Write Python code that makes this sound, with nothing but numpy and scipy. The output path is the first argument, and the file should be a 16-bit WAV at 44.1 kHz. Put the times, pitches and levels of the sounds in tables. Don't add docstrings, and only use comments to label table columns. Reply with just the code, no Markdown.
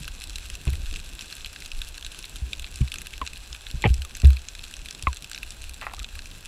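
import sys
import numpy as np
from scipy.fft import rfft, irfft, next_fast_len
from scipy.io import wavfile
from scipy.ndimage import map_coordinates

SR = 44100
rng = np.random.default_rng(int(sys.argv[2]) if len(sys.argv) > 2 else 0)


def to_wav(sig):
    pcm = np.clip(np.atleast_2d(sig), -1, 1) * 32767
    pcm = np.round(pcm).astype(np.int16)
    wavfile.write(sys.argv[1], SR, pcm.T)


N = 285327

# start in seconds, nominal peak in dB, 5-9 kHz and 9-15 kHz level in dB
NEAR_SNAPS = [(0.044, -27.5, -15, -17.5), (0.0784, -17.5, -23, -17), (0.218, -22.5, -15, -20),
              (0.2386, -24.5, -12, -15), (0.2959, -25.5, -11, -20), (0.3573, -22, -8, -25),
              (0.3604, -26, -13, -21), (0.3835, -24, -16, -17.5), (0.456, -32, -14, -14),
              (0.5002, -21.5, -15, -18.5), (0.5524, -25.5, -10.5, -17.5), (0.6768, -24.5, -20, -25),
              (0.7313, -28, -16, -12), (0.927, -25.5, -15, -21), (0.9395, -23.5, -16, -27),
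              (0.9597, -21, -15, -22), (1.1915, -23, -17, -22.5), (1.2093, -23.5, -11, -24),
              (1.2218, -24, -16, -22), (1.3256, -19, -22, -21), (1.366, -28, -14, -16.5),
              (1.446, -17.5, -21, -30), (1.46, -20, -20, -20), (1.53, -33, -13, -17),
              (1.5603, -19.5, -19.5, -31), (1.6087, -31, -21, -21), (1.6218, -23.5, -21, -27),
              (1.6596, -25.5, -10, -16), (1.7168, -24, -14, -24), (1.8168, -17, -20, -21.5),
              (1.943, -25.5, -13, -30), (1.9789, -25.5, -11, -23), (2.0255, -25, -18, -21),
              (2.0472, -17.5, -14.5, -29), (2.064, -22, -13, -19.5), (2.146, -27, -16.5, -22),
              (2.1895, -26.5, -9, -14.5), (2.2263, -26, -11, -27), (2.2417, -23, -24, -24),
              (2.2556, -23.5, -18, -26), (2.3575, -30, -14, -16), (2.3643, -29, -8, -18),
              (2.5313, -12.5, -21.5, -27), (2.5955, -23, -13, -18), (2.6276, -29, -22, -25),
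              (2.6433, -17.5, -26, -27), (2.6718, -27, -19, -25), (2.7417, -32, -8, -17.5),
              (2.7579, -28, -7, -16), (2.8769, -26.5, -23, -26), (2.9183, -18, -15, -23),
              (2.9403, -19, -13.5, -17.5), (2.9573, -21.5, -14, -23), (2.9844, -26, -9, -15),
              (3.017, -25.5, -13, -12), (3.0596, -26, -20, -20), (3.069, -18, -18.5, -19),
              (3.137, -20.5, -31, -25), (3.2646, -20, -16.5, -27), (3.2745, -18, -14, -35),
              (3.3331, -27.5, -13, -16), (3.3584, -27, -21, -22), (3.3703, -27.5, -22, -28),
              (3.5284, -23, -11, -32), (3.5478, -21, -25, -23), (3.6668, -22.5, -22, -27),
              (3.7017, -22.5, -21, -26), (3.8255, -18, -30, -35), (3.8914, -25, -26, -16),
              (3.9, -29, -17, -17), (3.9413, -24.5, -7.5, -19), (4.0191, -21, -14, -21.5),
              (4.0491, -24.5, -15, -16), (4.151, -22, -10, -24.5), (4.1678, -25.5, -14, -13),
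              (4.2002, -28.5, -9, -19), (4.218, -25, -12, -20), (4.2463, -20, -17, -23),
              (4.254, -16, -18, -28), (4.3037, -22.5, -21, -17), (4.3312, -25, -15, -24),
              (4.368, -20.5, -25, -24), (4.4852, -23, -5, -33), (4.5507, -22, -17, -23),
              (4.592, -25, -22, -24), (4.639, -18.5, -16, -24), (4.7112, -27, -16.5, -19),
              (4.7391, -24.5, -13, -22), (4.7669, -27, -10, -22), (4.858, -21.5, -18, -19),
              (4.8853, -21.5, -14, -23), (4.9258, -34.5, -3.5, -22), (4.9482, -24, -11.5, -24),
              (5.0245, -21.5, -12, -18.5), (5.035, -29, -14, -19), (5.1292, -23, -13.5, -25),
              (5.1694, -23.5, -11, -19), (5.223, -30, -10.5, -14), (5.244, -22, -19, -16.5),
              (5.3144, -21.5, -13, -19), (5.332, -24, -13, -27), (5.3465, -20, -11, -33),
              (5.3597, -26, -24, -25), (5.3772, -22, -22, -21), (5.4302, -17, -24, -19.5),
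              (5.5055, -26, -8.5, -20.5), (5.5198, -29, -14, -19), (5.619, -32.5, -4, -20),
              (5.6401, -25.5, -11, -20), (5.694, -26.5, -11, -15.5), (5.742, -32, -6.5, -16),
              (5.8127, -22, -23, -23), (5.9353, -24, -15, -18), (5.9926, -24.5, -9.5, -21),
              (5.999, -26, -21, -25), (6.044, -18.5, -19.5, -33), (6.1535, -27.5, -19, -16.5),
              (6.1908, -21.5, -16, -29), (6.257, -28, -13, -22), (6.313, -26, -23, -22),
              (6.4077, -36.5, -14, -11.5)]
# centre in Hz, width in Hz, level in dB.
HOUSING_MODES = [(1242, 244, -9), (1584, 156, -1), (2619, 304, 2.5), (3496, 393, 0), (4025, 397, 1),
                 (5810, 1500, -6.5), (7656, 484, -2.5), (9280, 570, -9), (10640, 680, -10),
                 (11820, 1800, -17)]
# start in seconds, rocking peak in dB, direction as a sign, small-swing rocking rate in Hz,
# push time constant in seconds, knock gain in dB.
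BUMP_EVENTS = [(.006, -33, 1, 142, 0.0026, -60), (0.674, -14.5, 1, 64, 0.0025, -13),
               (0.7216, -21.5, 1, 76, 0.0046, -50), (0.78, -29.5, 1, 64, 0.009, -51),
               (0.832, -29, -1, 51, .004, -59), (.868, -22.5, 1, 22.2, 0.014, -61),
               (2.42, -20, -1, 60.6, .005, -74), (2.812, -13, -1, 64.4, 0.0015, -7.5),
               (3.2182, -30, 1, 65, 0.0025, -47), (3.509, -32.5, -1, 56, 0.0036, -45),
               (3.743, -21.5, 1, 61, .0024, -20.5), (3.85, -13, -1, 157, 0.0022, -43),
               (3.861, -13.5, 1, 107.6, 0.0018, -17), (3.878, -17.5, 1, 64.3, 0.0018, -31),
               (3.904, -9.5, -1, 61.6, 0.003, -36), (3.985, -23, -1, 69, 0.023, -45),
               (4.238, -2.5, -1, 63.7, .2, -8), (5.035, -29, -1, 65.5, 0.0016, -34),
               (5.073, -15.5, -1, 64.7, 0.0011, -47)]
# frequency in Hz, level in dB, t60 in seconds.
KNOCK_MODES = [(124, -1, 0.091), (197, -9.5, 0.075)]
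# start in seconds,
# nominal low mode in Hz, low mode level in dB, pitch factor of the upper modes, upper mode gain in dB,
# scrape gain in dB.
TICK_AND_SLIP_EVENTS = [(.669, 950, -40, 1.15, -27, -33), (.682, 327, -31, 1.2, -31, -32),
                        (0.736, 1260, -49, .9, -24.5, -38), (0.926, 273, -37, 1, -60, -47),
                        (2.815, 1030, -45, 1.06, -24.5, -56), (3.215, 984, -18, 1.2, -19, -24.5),
                        (3.84, 806, -17, 0.89, -3.5, -19), (3.8475, 900, -48, 1.2, -20, -15.5),
                        (3.855, 732, -20.5, 1.2, -13, -19), (3.858, 426, -18, 1, -34, -20.5),
                        (3.863, 780, -27, 1.11, -15, -33), (4.048, 1130, -38, .7, -49, -57),
                        (4.231, 600, -40, 1, -55, -35.5), (4.241, 347, -26, 1, -44, -28.5),
                        (5.07, 1020, -10, 0.95, -7, -23), (5.98, 1130, -39, 1, -60, -41),
                        (6.015, 1200, -40, 1, -57, -47), (6.172, 1080, -45.5, 1, -57, -44)]
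# frequency in Hz before the pitch factor and glide,
# level in dB, t60 in seconds.
TICK_UPPER_MODES = [(2093, 1, 0.011), (2640, -11.5, 0.018)]
# frequency in Hz, relative density in dB per Hz.
SCRAPE_SPECTRUM = [(60, -3), (200, -0.5), (600, -1), (1400, -13), (2300, -2), (3200, -18), (6000, -48)]
# centre in Hz, half the width in Hz, level in dB.
JOINT_MODES = [(740, 110, -3.5), (1100, 103, 0), (1330, 123, -0.5), (1930, 110, -2.5), (2590, 120, -5.5)]
# time in seconds, level in dB.
SLOSH_LEVEL = [(0.0, -38), (0.41, -39), (0.85, -33), (1.31, -42), (3.03, -39.5), (3.51, -46), (3.73, -38.5),
               (3.89, -22), (4.02, -39), (4.61, -41.5), (4.96, -42), (5.33, -42), (6.07, -39),
               (6.47, -42.5)]
# frequency in Hz, relative density in dB per Hz.
SLOSH_SPECTRUM = [(8, -18), (20, 2.5), (45, -3.5), (68, -4), (95, -17.5), (200, -59)]
# frequency in Hz, relative density in dB per Hz.
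SWIRL_SPECTRUM = [(60, -17.5), (110, -1.5), (200, -7.5), (350, -12.5), (600, -24), (1500, -48)]
# frequency in Hz, relative density in dB per Hz.
HISS_SPECTRUM = [(100, -22), (300, 0), (730, 1), (1000, -1), (2500, -7), (8000, -18), (15000, -15.5)]

LOW_TINT_MEAN_DB, LOW_TINT_SPREAD_DB = -4.5, 4.5
ROCK_CYCLES = 10.9
KNOCK_LEAD_S = 0.0037
CREAK_S, CREAK_LENGTH_S, CREAK_DB = 5.817, 0.12, -38
SWIRL_DB, SWIRL_FOLLOW = -55.5, 0.46
CROWD_COUNT = 2600
FAR_DB, FAR_FADE_DB_PER_S = -35.5, 0.49
HAZE_DB = -5.5
HISS_DB, ROLLOFF_HZ, TOP_HZ = -57.0, 15300, 16400


def amp(db):
    return 10 ** (np.asarray(db) / 20)


def unit(x):
    return x / np.sqrt(np.mean(x ** 2) + 1e-20)


def wobble(rate_hz):
    knots = rng.standard_normal(int(N * rate_hz / SR) + 4)
    return map_coordinates(knots, [np.arange(N) * rate_hz / SR])


def filtered(x, response):
    m = next_fast_len(N + SR // 2)
    return irfft(rfft(x, m) * response(np.fft.rfftfreq(m, 1 / SR)), m)[:N]


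def coloured(spectrum):
    f, db = np.transpose(spectrum)
    gain = lambda hz: amp(np.interp(np.log(hz + 1), np.log(f), db))
    return unit(filtered(rng.standard_normal(N), gain))


def resonances(modes):
    def response(f):
        total = 0
        for k, (centre, width, db) in enumerate(modes):
            damping = 1j * f * width
            total = total + (-1) ** k * amp(db) * damping / (centre ** 2 - f ** 2 + damping)
        return total
    return response


def above(hz, edge_hz):
    return 1 / (1 + (edge_hz / (hz + 1)) ** 10)


def add(track, start_s, sound):
    part = track[round(start_s * SR):][:len(sound)]
    part += sound[:len(part)]


def bursts(start_s, db, t60_s, echo_db, colour_db):
    length, pad = 512, 64
    t = np.arange(length) / SR
    size = (len(start_s), length)
    direct = np.minimum(t / 0.00036, 1) * amp(-60 * t / t60_s)
    echoes = amp(echo_db - 60 * t / 0.048) * (rng.random(size) < 0.3)
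    cracks = (direct + echoes) * rng.standard_normal(size)
    cracks *= amp(db)[:, None] / np.linalg.norm(cracks, axis=1, keepdims=True)
    cracks = np.pad(cracks, ((0, 0), (pad, pad)))
    hz = np.fft.rfftfreq(cracks.shape[1], 1 / SR)
    cracks = irfft(rfft(cracks) * amp(colour_db(hz)))
    at = (np.asarray(start_s) * SR).astype(int)[:, None] + np.arange(cracks.shape[1])
    return np.bincount(at.ravel(), cracks.ravel(), N + pad)[pad:N + pad]


def near_shrimp():
    start_s, db, treble_db, top_db = np.transpose(NEAR_SNAPS)
    lag, turn, low_draw = rng.random((len(start_s), 3)).T[:, :, None]
    low_db = LOW_TINT_MEAN_DB + LOW_TINT_SPREAD_DB * np.sqrt(12) * (low_draw - 0.5)
    mid_db = 1.26 * (treble_db - treble_db.mean()) - 3.5
    high_db = 1.4 * (top_db - top_db.mean()) - 2.0

    def colour_db(hz):
        ripple = 3 * np.cos(2 * np.pi * (hz * (0.000201 + 0.000601 * lag) + turn))
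        low = low_db * (1 - above(hz, 1600))
        mid = np.outer(mid_db, above(hz, 5000) - above(hz, 9450))
        high = np.outer(high_db, above(hz, 8770))
        return ripple + low + mid + high

    cracks = bursts(start_s, db, 0.0058, -13, colour_db)
    near = filtered(cracks, resonances(HOUSING_MODES))
    peaks = [np.abs(near[round(s * SR):][:SR // 200]).max() for s in start_s]
    return near * np.median(amp(db) / peaks)


def bumps():
    out, t = np.zeros(N), np.arange(SR // 2) / SR
    knock = sum(amp(db - 60 * t / t60_s) * np.sin(2 * np.pi * hz * t) for hz, db, t60_s in KNOCK_MODES)
    knock *= 1 - np.exp(-(t / 0.0032) ** 2)
    for start_s, db, direction, hz, push_s, knock_db in BUMP_EVENTS:
        swing = (1 - np.exp(-t / push_s)) * (1 - np.exp(-(t / 0.0016) ** 2))
        swing *= amp(-60 * t * hz / ROCK_CYCLES)
        swing *= amp(db) / swing.max()
        cycles = np.cumsum(hz * (1 + 0.14 * swing)) / SR
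        add(out, start_s, direction * swing * np.sin(2 * np.pi * cycles))
        add(out, start_s - KNOCK_LEAD_S, -direction * amp(knock_db) * knock)
    return out


def ticks_and_slips():
    out, t = np.zeros(N), np.arange(SR // 8) / SR
    low_glide_s = np.cumsum(0.904 + 0.25 * np.exp(-t / 0.016)) / SR
    upper_glide_s = np.cumsum(1 + 0.53 * np.exp(-t / 0.00097)) / SR
    rough = coloured(SCRAPE_SPECTRUM)
    for start_s, low_hz, low_db, pitch, upper_db, scrape_db in TICK_AND_SLIP_EVENTS:
        low = amp(low_db - 60 * t / 0.048) * (1 - np.exp(-t / 0.00056))
        low *= np.sin(2 * np.pi * low_hz * low_glide_s)
        upper = sum(amp(db - 60 * t / t60_s) * np.sin(2 * np.pi * hz * pitch * upper_glide_s)
                    for hz, db, t60_s in TICK_UPPER_MODES)
        upper *= amp(upper_db) * (1 - np.exp(-t / 0.001))
        scrape = amp(scrape_db - 60 * t / 0.035) * (1 - np.exp(-t / 0.0023))
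        scrape *= rough[round(start_s * SR):][:len(t)]
        add(out, start_s, low + upper + scrape)
    return out


def creak():
    count = 24
    gaps = np.geomspace(3, 8, count) * np.exp(0.45 * rng.standard_normal(count))
    slip_s = CREAK_S + (np.cumsum(gaps) - gaps[0]) * CREAK_LENGTH_S / gaps[1:].sum()
    tilt_db_per_octave = 1.5 * rng.standard_normal(count) + np.linspace(3, -4, count)
    size_db = 4 * rng.standard_normal(count)

    def colour_db(hz):
        octaves = np.log2(hz / 1400 + 0.15).clip(-2, 2)
        return np.outer(tilt_db_per_octave, octaves)

    slips = bursts(slip_s, size_db, 0.0015, -22.5, colour_db)
    slips = filtered(slips, resonances([(hz, 2.0 * half_hz, db) for hz, half_hz, db in JOINT_MODES]))
    t = np.arange(N) / SR
    during = (t > slip_s[0]) & (t < slip_s[-1])
    return amp(CREAK_DB) * slips / np.sqrt(np.mean(slips[during] ** 2))


def water():
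    time_s, level_db = np.transpose(SLOSH_LEVEL)
    slosh_db = np.interp(np.arange(N) / SR, time_s, level_db)
    slosh = unit(amp(3 * wobble(16)) * coloured(SLOSH_SPECTRUM))
    swirl_db = SWIRL_DB + SWIRL_FOLLOW * (slosh_db - slosh_db.mean())
    swirl = unit(amp(2.8 * wobble(25)) * coloured(SWIRL_SPECTRUM))
    return amp(slosh_db) * slosh + amp(swirl_db) * swirl


def far_shrimp():
    start_draw, size_draw = rng.random((CROWD_COUNT, 2)).T
    low_tint, treble_tint, top_tint = rng.standard_normal((CROWD_COUNT, 3)).T
    size_db = -4.5 * np.log(size_draw.clip(0.02))

    def colour_db(hz):
        low = np.outer(4 * low_tint, above(hz, 2070))
        treble = np.outer(5 * treble_tint, above(hz, 8000))
        top = np.outer(5 * top_tint, above(hz, 12600))
        return low + treble + top

    crackle = unit(bursts(start_draw * N / SR, size_db, 0.0026, -30.0, colour_db))
    haze = amp(HAZE_DB + 1.83 * wobble(30)) * rng.standard_normal(N)
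    level_db = FAR_DB - FAR_FADE_DB_PER_S * np.arange(N) / SR
    return filtered(amp(level_db) * (crackle + haze), resonances(HOUSING_MODES))


def scene():
    return (near_shrimp() + bumps() + ticks_and_slips() + creak() + water() + far_shrimp())[None]


def record(dry):
    heard = dry[0] + amp(HISS_DB) * coloured(HISS_SPECTRUM)
    return filtered(heard, lambda hz: (hz < TOP_HZ) / (1 + (hz / ROLLOFF_HZ) ** 30))[None]


dry = scene()
out = record(dry)
to_wav(out)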